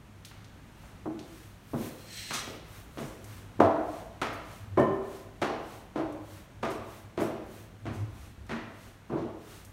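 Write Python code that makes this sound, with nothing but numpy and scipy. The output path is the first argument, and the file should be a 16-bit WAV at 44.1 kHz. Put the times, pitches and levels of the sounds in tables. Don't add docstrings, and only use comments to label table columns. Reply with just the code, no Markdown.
import sys
import numpy as np
from scipy import signal
from scipy.fft import rfft, irfft, next_fast_len
from scipy.io import wavfile
from scipy.ndimage import uniform_filter1d

SR = 44100
rng = np.random.default_rng(int(sys.argv[2]) if len(sys.argv) > 2 else 0)


def wrap_up_sound(samples):
    columns = np.atleast_2d(samples).T
    tamed = np.clip(columns, -1, 1)
    steps = np.round(tamed * 32767).astype(np.int16)
    wavfile.write(sys.argv[1], SR, steps)


N = 428652
T = np.arange(N) / SR

# frequency in Hz, seconds to die away by 60 dB.
REVERB_TIMES = [(100, 0.5), (300, 0.88), (700, 1), (1400, 0.85), (2500, 0.87), (5000, 0.75), (9000, 0.43),
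                (15000, 0.52)]
# time in seconds, distance in metres.
DISTANCE_PATH = [(1, 0.49), (3, 3.8), (3.6, 1.1), (5.4, 2.4), (9.1, 6.8)]
# frequency in Hz, level in dB.
AIR_EQ = [(15, -49), (25, -5), (42, -1), (66, 3.5), (80, -16), (129, -4.5), (215, -5), (300, -11),
          (430, -16), (895, -19), (1500, -21), (3260, -28.5), (4500, -33), (7000, -33), (15500, -37.5)]
# time in seconds, level in dB.
AIR_FADER = [(0, -52.5), (.9, -49.5), (1.6, -52), (3.4, -49), (6, -51.5), (9.7, -52.5)]
# centre in seconds, level in dB, half length in seconds.
DRONE_SWELLS = [(3.36, -44, 0.086), (3.65, -33, .05), (4.75, -37, 0.13), (6.5, -47.5, .3), (8.0, -35, 0.14)]
# centre in seconds, level in dB, half length in seconds.
RUMBLE_SWELL = [(8.2, -44.5, 0.34)]
# start in seconds, level in dB, centre in Hz.
SMALL_TICKS = [(0.249, -10.5, 3730), (0.252, -15.5, 9000), (0.312, -10, 1360), (.445, -19.5, 3950),
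               (.835, -10, 800), (1.192, -12.5, 3530), (1.199, -26, 6000), (1.819, -5, 690),
               (2.476, 11, 344), (2.983, -9, 2270), (3.243, -17, 8000), (3.592, 19.5, 292),
               (4.798, -18, 7450), (6.124, -25, 8000), (8.466, -27, 5940), (9.649, -18, 9200)]
# centre in seconds, level in dB, half length in seconds.
CLOTH_BRUSHES = [(.85, -60, .09), (1.382, -55, 0.16), (1.76, -56, 0.11), (1.85, -46, 0.074),
                 (1.99, -55.5, .17), (2.496, -54.5, 0.091), (2.765, -53.5, 0.094), (3.04, -60, 0.16),
                 (9.55, -52.5, .11)]
# time in seconds, strength from 0 to 1.
SHEEN_FADER = [(1.1, 0), (1.7, 1), (3, 1), (4, 0), (7.5, 0.9), (8.2, .15)]
# frequency in Hz, level in dB.
CLOTH_EQ = [(300, -20), (1200, 7.5), (2800, 1.5), (4500, -1), (9000, 0), (12000, -2), (16000, -3)]
# start in seconds, thud in dB, thud cut-off in Hz, heel click in dB, low ring in Hz,
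# its lift in dB, high ring in Hz, settling delay in seconds, settling in dB relative to the tap.
STEPS = [(1.057, 15, 212, -37, 330, 11, 820, 0.00795, -4), (1.734, 19, 147, -22, 267, 7.5, 530, 0.076, -9),
         (2.306, 6, 377, 5, 240, 9.5, 1250, .043, -20), (2.971, 15.5, 190, -3, 224, -0.5, 518, .014, 3.5),
         (3.602, 30, 520, 1.5, 292, 10.5, 694, 0.012, -10),
         (4.216, 13, 571, 8.5, 280, 12, 1316, .013, -2.5), (4.773, 31, 252, -5, 379, 6, 568, .015, -8),
         (5.417, 22.5, 416, 8.5, 230, 5, 796, .007, 0.5), (5.957, 18.5, 441, -2, 303.5, 16, 566, .019, 0.5),
         (6.628, 19.5, 440, 4.5, 224, 3, 1200, .0045, 1.5), (7.175, 24.5, 223, 4, 351, 7.5, 625, .028, 2.5),
         (7.853, 13.5, 171, -2, 291, 8, 710, 0.013, 3.5), (8.492, 15, 215, 4.5, 243, 5.5, 1900, .02, 0),
         (9.096, 22.8, 235, -8, 329, 5, 430, 0.031, 4)]
# frequency in Hz, level in dB.
THUD_EQ = [(25, -26), (70, -24.5), (130, -13), (320, 1), (650, 6), (1200, 10.5), (2400, 0), (5000, -4),
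           (16000, 15)]
# frequency in Hz, level in dB.
CLICK_EQ = [(25, -45), (130, 4.5), (320, -8), (650, -0.5), (1200, 5.5), (2400, 0), (4200, -8.5),
            (5600, -11), (7000, -14), (11000, -19.5), (16000, -26)]
# frequency in Hz, level in dB.
SNAP_EQ = [(25, -40), (700, -22), (2500, -4), (5500, -8), (9000, -9), (12000, -18), (16000, -25)]
# centre in Hz, width in Hz, lift in dB.
STAIR_MODES = [(98, 27, 4.5), (139, 19, 10), (187, 33, -9), (223, 37, 7.5), (284.3, 52, -7.5),
               (310.8, 32, 7), (389.6, 7.2, 5.5), (468, 18, -4.5), (662.5, 24, 6), (745, 8.5, 2.5),
               (807, 7.2, 2), (1025, 36, 3.5), (1113, 22, 0.5), (1316, 75, 0)]
# centre in Hz, width in Hz, lift in dB.
HEEL_MODES = [(610, 52, 4.5), (1034, 53, 11), (1790, 106, 16), (2240, 110, 11.5), (2820, 72, 3),
              (3020, 76, 14)]
# time in seconds, level in dB.
SLIDE_FADER = [(1.9, -66), (2.02, -57), (2.1, -48.5), (2.17, -38), (2.24, -43.5), (2.3, -42.5), (2.4, -45),
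               (2.55, -77)]
# frequency in Hz, level in dB.
RUB_EQ = [(900, -55), (1500, -12), (2600, -13), (5000, -15.5), (9000, -17.5), (10500, -25), (16000, -24)]
# centre in Hz, width in Hz, lift in dB.
RAIL_MODES = [(1590, 120, -10), (3240, 27, 11.5), (4150, 140, 15.5), (5670, 440, 4.5), (7980, 170, 9),
              (8650, 300, 4), (12700, 150, 10), (13450, 300, 9)]
# peak in seconds, level in dB, decay in seconds, tilt in dB per octave.
SOLE_SCUFFS = [(2.339, -28.5, 0.029, 0.5), (3.001, -48, 0.1, 10), (4.332, -42.5, .009, 14),
               (4.939, -57, .009, 13), (6.707, -44.5, 0.022, 8.5), (7.212, -41, .035, 12),
               (7.94, -53, 0.056, 8), (9.18, -47, 0.062, -8.5)]
# frequency in Hz, level in dB.
GRIT_EQ = [(200, -49.5), (900, -25.5), (2000, 0), (4000, 0), (6000, 1), (9000, -5.5), (12000, -10.5),
           (16000, -20)]
# frequency in Hz, gain in dB.
MIC_EQ = [(20, -15), (36, -2), (4300, 0), (4950, -3), (5700, -1), (6600, -2), (7450, -4), (8300, -3),
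          (9850, -3), (10300, -8.5), (11200, -3.5), (16000, -7)]


def amp(db):
    return 10 ** (np.asarray(db) / 20)


def unit(x):
    return x / np.sqrt(np.mean(x ** 2) + 1e-20)


def along(points, hz):
    freqs, values = np.transpose(points)
    return np.interp(np.log(hz + 1), np.log(freqs + 1), values)


def lifts(peaks, hz):
    return sum(db / (1 + (2 * (hz - centre) / width) ** 2) for centre, width, db in peaks)


def softened(hz, cutoff_hz, steepness=4.48):
    return -10 * np.log10(1 + (hz / cutoff_hz) ** steepness)


def filtered(x, response):
    size = next_fast_len(len(x) + 8192)
    return irfft(rfft(x, size) * response(np.fft.rfftfreq(size, 1 / SR)), size)[:len(x)]


def noise(shape_db, size=N):
    return unit(filtered(rng.standard_normal(size), lambda hz: amp(shape_db(hz))))


def flutter(smooth_samples, size=N):
    return unit(uniform_filter1d(rng.standard_normal(size), size=smooth_samples))


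def blow(shape_db, size=16384):
    cepstrum = irfft(np.log(amp(shape_db(np.fft.rfftfreq(size, 1 / SR)))))
    cepstrum[1:size // 2] *= 2
    cepstrum[size // 2 + 1:] = 0
    return irfft(np.exp(rfft(cepstrum)))


def swells(rows):
    powers = (amp(2 * db) * np.exp(-np.minimum(2 * ((T - s) / half) ** 2, 50)) for s, db, half in rows)
    return np.sqrt(sum(powers))


def add(track, s, sound):
    part = track[max(round(s * SR), 0):][:len(sound)]
    part += sound[:len(part)]


def distance(s):
    return np.interp(s, *np.transpose(DISTANCE_PATH))


def stairwell(direct_db, walls_db=-1, build_s=0.0036, walls_t60_s=0.5, scatter_s=0.0037, echoes=40):
    age = np.arange(SR) / SR
    hz, t, spectra = signal.stft(rng.standard_normal(SR), SR, nperseg=256)
    decay = amp(-60 * t / along(REVERB_TIMES, hz)[:, None])
    tail = signal.istft(spectra * decay, SR, nperseg=256)[1][:SR]
    tail *= 1 - np.exp(-age / build_s)
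    delays = .003 + .06 * rng.random(echoes) ** 2
    echo_gains = rng.standard_normal(echoes) * amp(-60 * delays / walls_t60_s)
    walls = np.bincount((delays * SR).astype(int), echo_gains, SR)
    direct = rng.standard_normal(SR) * np.exp(-age / scatter_s)
    paths = unit(tail) + amp(walls_db) * unit(walls) + amp(direct_db - 4.5) * unit(direct)
    power = np.abs(uniform_filter1d(np.abs(rfft(paths)) ** 2, 90))
    flatten = blow(lambda f: -10 * np.log10(np.interp(f, np.arange(len(power)), power)))
    return signal.fftconvolve(paths, flatten)[:SR]


def building(drone_hz=102, drone_rest_db=-53, rumble_hz=66):
    def band(centre_hz, width_hz):
        return noise(lambda hz: -20 * np.log10(1 + (2 * (hz - centre_hz) / width_hz) ** 2))

    air = amp(np.interp(T, *np.transpose(AIR_FADER))) * noise(lambda hz: along(AIR_EQ, hz))
    drone = np.hypot(amp(drone_rest_db), swells(DRONE_SWELLS)) * band(drone_hz, width_hz=17)
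    rumble = swells(RUMBLE_SWELL) * band(rumble_hz, width_hz=28)
    return air + drone + rumble


def ticks(skirt_db=7):
    out = np.zeros(N)
    for s, db, centre_hz in SMALL_TICKS:
        tick = blow(lambda hz: db - np.minimum(skirt_db * np.log2((hz + 1) / centre_hz) ** 2, 60))
        add(out, s, tick)
    return signal.fftconvolve(out, stairwell(direct_db=6))[:N]


def clothes(climb_from_s=2.9, last_stride_s=0.73, swish_db=-51.5, db_per_m=-0.64, sheen_hz=13000):
    steps = np.array([s for s, *_ in STEPS if s > climb_from_s])
    strides = np.append(np.diff(steps), last_stride_s)
    legs_pass = steps + .585 * strides
    swishes = [(s, swish_db + db_per_m * distance(s), 0.1) for s in legs_pass]
    strokes = swells([*CLOTH_BRUSHES, *swishes])
    grains = unit(amp(0.5 * flutter(120)))
    bright_hiss = noise(lambda hz: -20 * np.log10(1 + (sheen_hz / (hz + 1)) ** 2))
    sheen = np.interp(T, *np.transpose(SHEEN_FADER)) * bright_hiss
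    fabric = noise(lambda hz: along(CLOTH_EQ, hz))
    return strokes * grains * (fabric + sheen)


def footsteps(square_strike_s=4.773, low_width_hz=50, high_q=9, hard_click_db=10):
    out = np.zeros(N)
    snap = blow(lambda hz: along(SNAP_EQ, hz))
    for s, thud_db, cutoff_hz, click_db, low_hz, low_db, high_hz, delay, settle_db in STEPS:
        metres = distance(s)
        high_db = 5 + 0.18 * max(click_db, 0)
        modes = [*STAIR_MODES, (low_hz, low_width_hz, low_db), (high_hz, high_hz / high_q, high_db)]
        if s == square_strike_s:
            modes.extend(HEEL_MODES)

        def tap(hz):
            softness = softened(hz, cutoff_hz) - softened(320, cutoff_hz)
            sole = thud_db + along(THUD_EQ, hz) + softness
            tip = click_db + along(CLICK_EQ, hz) - 0.77 * metres * hz / 8000
            return 20 * np.log10(np.hypot(amp(sole), amp(tip))) + lifts(modes, hz)

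        def settling(hz):
            settle_cutoff_hz = 6000 * .01 / delay
            return tap(hz) + settle_db + softened(hz, settle_cutoff_hz, steepness=1.4)

        share = 1 / np.hypot(1, amp(settle_db))
        tap_direct_db = -20 * np.log10(metres)
        contacts = [(s, tap, tap_direct_db), (s + delay, settling, tap_direct_db + 9.5)]
        for start, shape_db, direct_db in contacts:
            paths = stairwell(direct_db, walls_db=1 - 0.76 * metres, build_s=0.0018 * metres)
            add(out, start, share * signal.fftconvolve(blow(shape_db), paths))
        snap_db = 2.2 * (click_db - hard_click_db) - 2.4 * metres
        add(out, s, amp(snap_db) * snap)
    return out


def handrail(judder_db=2):
    stroke_db = np.interp(T, *np.transpose(SLIDE_FADER), left=-120, right=-120)
    level = amp(stroke_db + judder_db * flutter(400))
    hiss = noise(lambda hz: along(RUB_EQ, hz) + lifts(RAIL_MODES, hz))
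    return signal.fftconvolve(level * hiss, stairwell(direct_db=9.5))[:N]


def scuffs(grain_db=3.0, rise_over_decay=0.29, size=16384):
    out = np.zeros(N)
    t = (np.arange(size) - size // 4) / SR
    for s, db, decay_s, tilt_db in SOLE_SCUFFS:
        grains = amp(grain_db * flutter(50, size))
        hiss = noise(lambda hz: along(GRIT_EQ, hz) + tilt_db * np.log2(hz + 1), size)
        stroke = np.exp(np.where(t < 0, t / (rise_over_decay * decay_s), -t / decay_s))
        add(out, s + t[0], amp(db) * stroke * unit(grains * hiss))
    return signal.fftconvolve(out, stairwell(direct_db=9.0))[:N]


def scene():
    return (footsteps() + ticks() + scuffs() + clothes() + handrail() + building())[None]


def record(dry, top_hz=15800):
    return filtered(dry[0], lambda hz: amp(along(MIC_EQ, hz)) * (hz < top_hz))[None]


dry = scene()
out = record(dry)
wrap_up_sound(out)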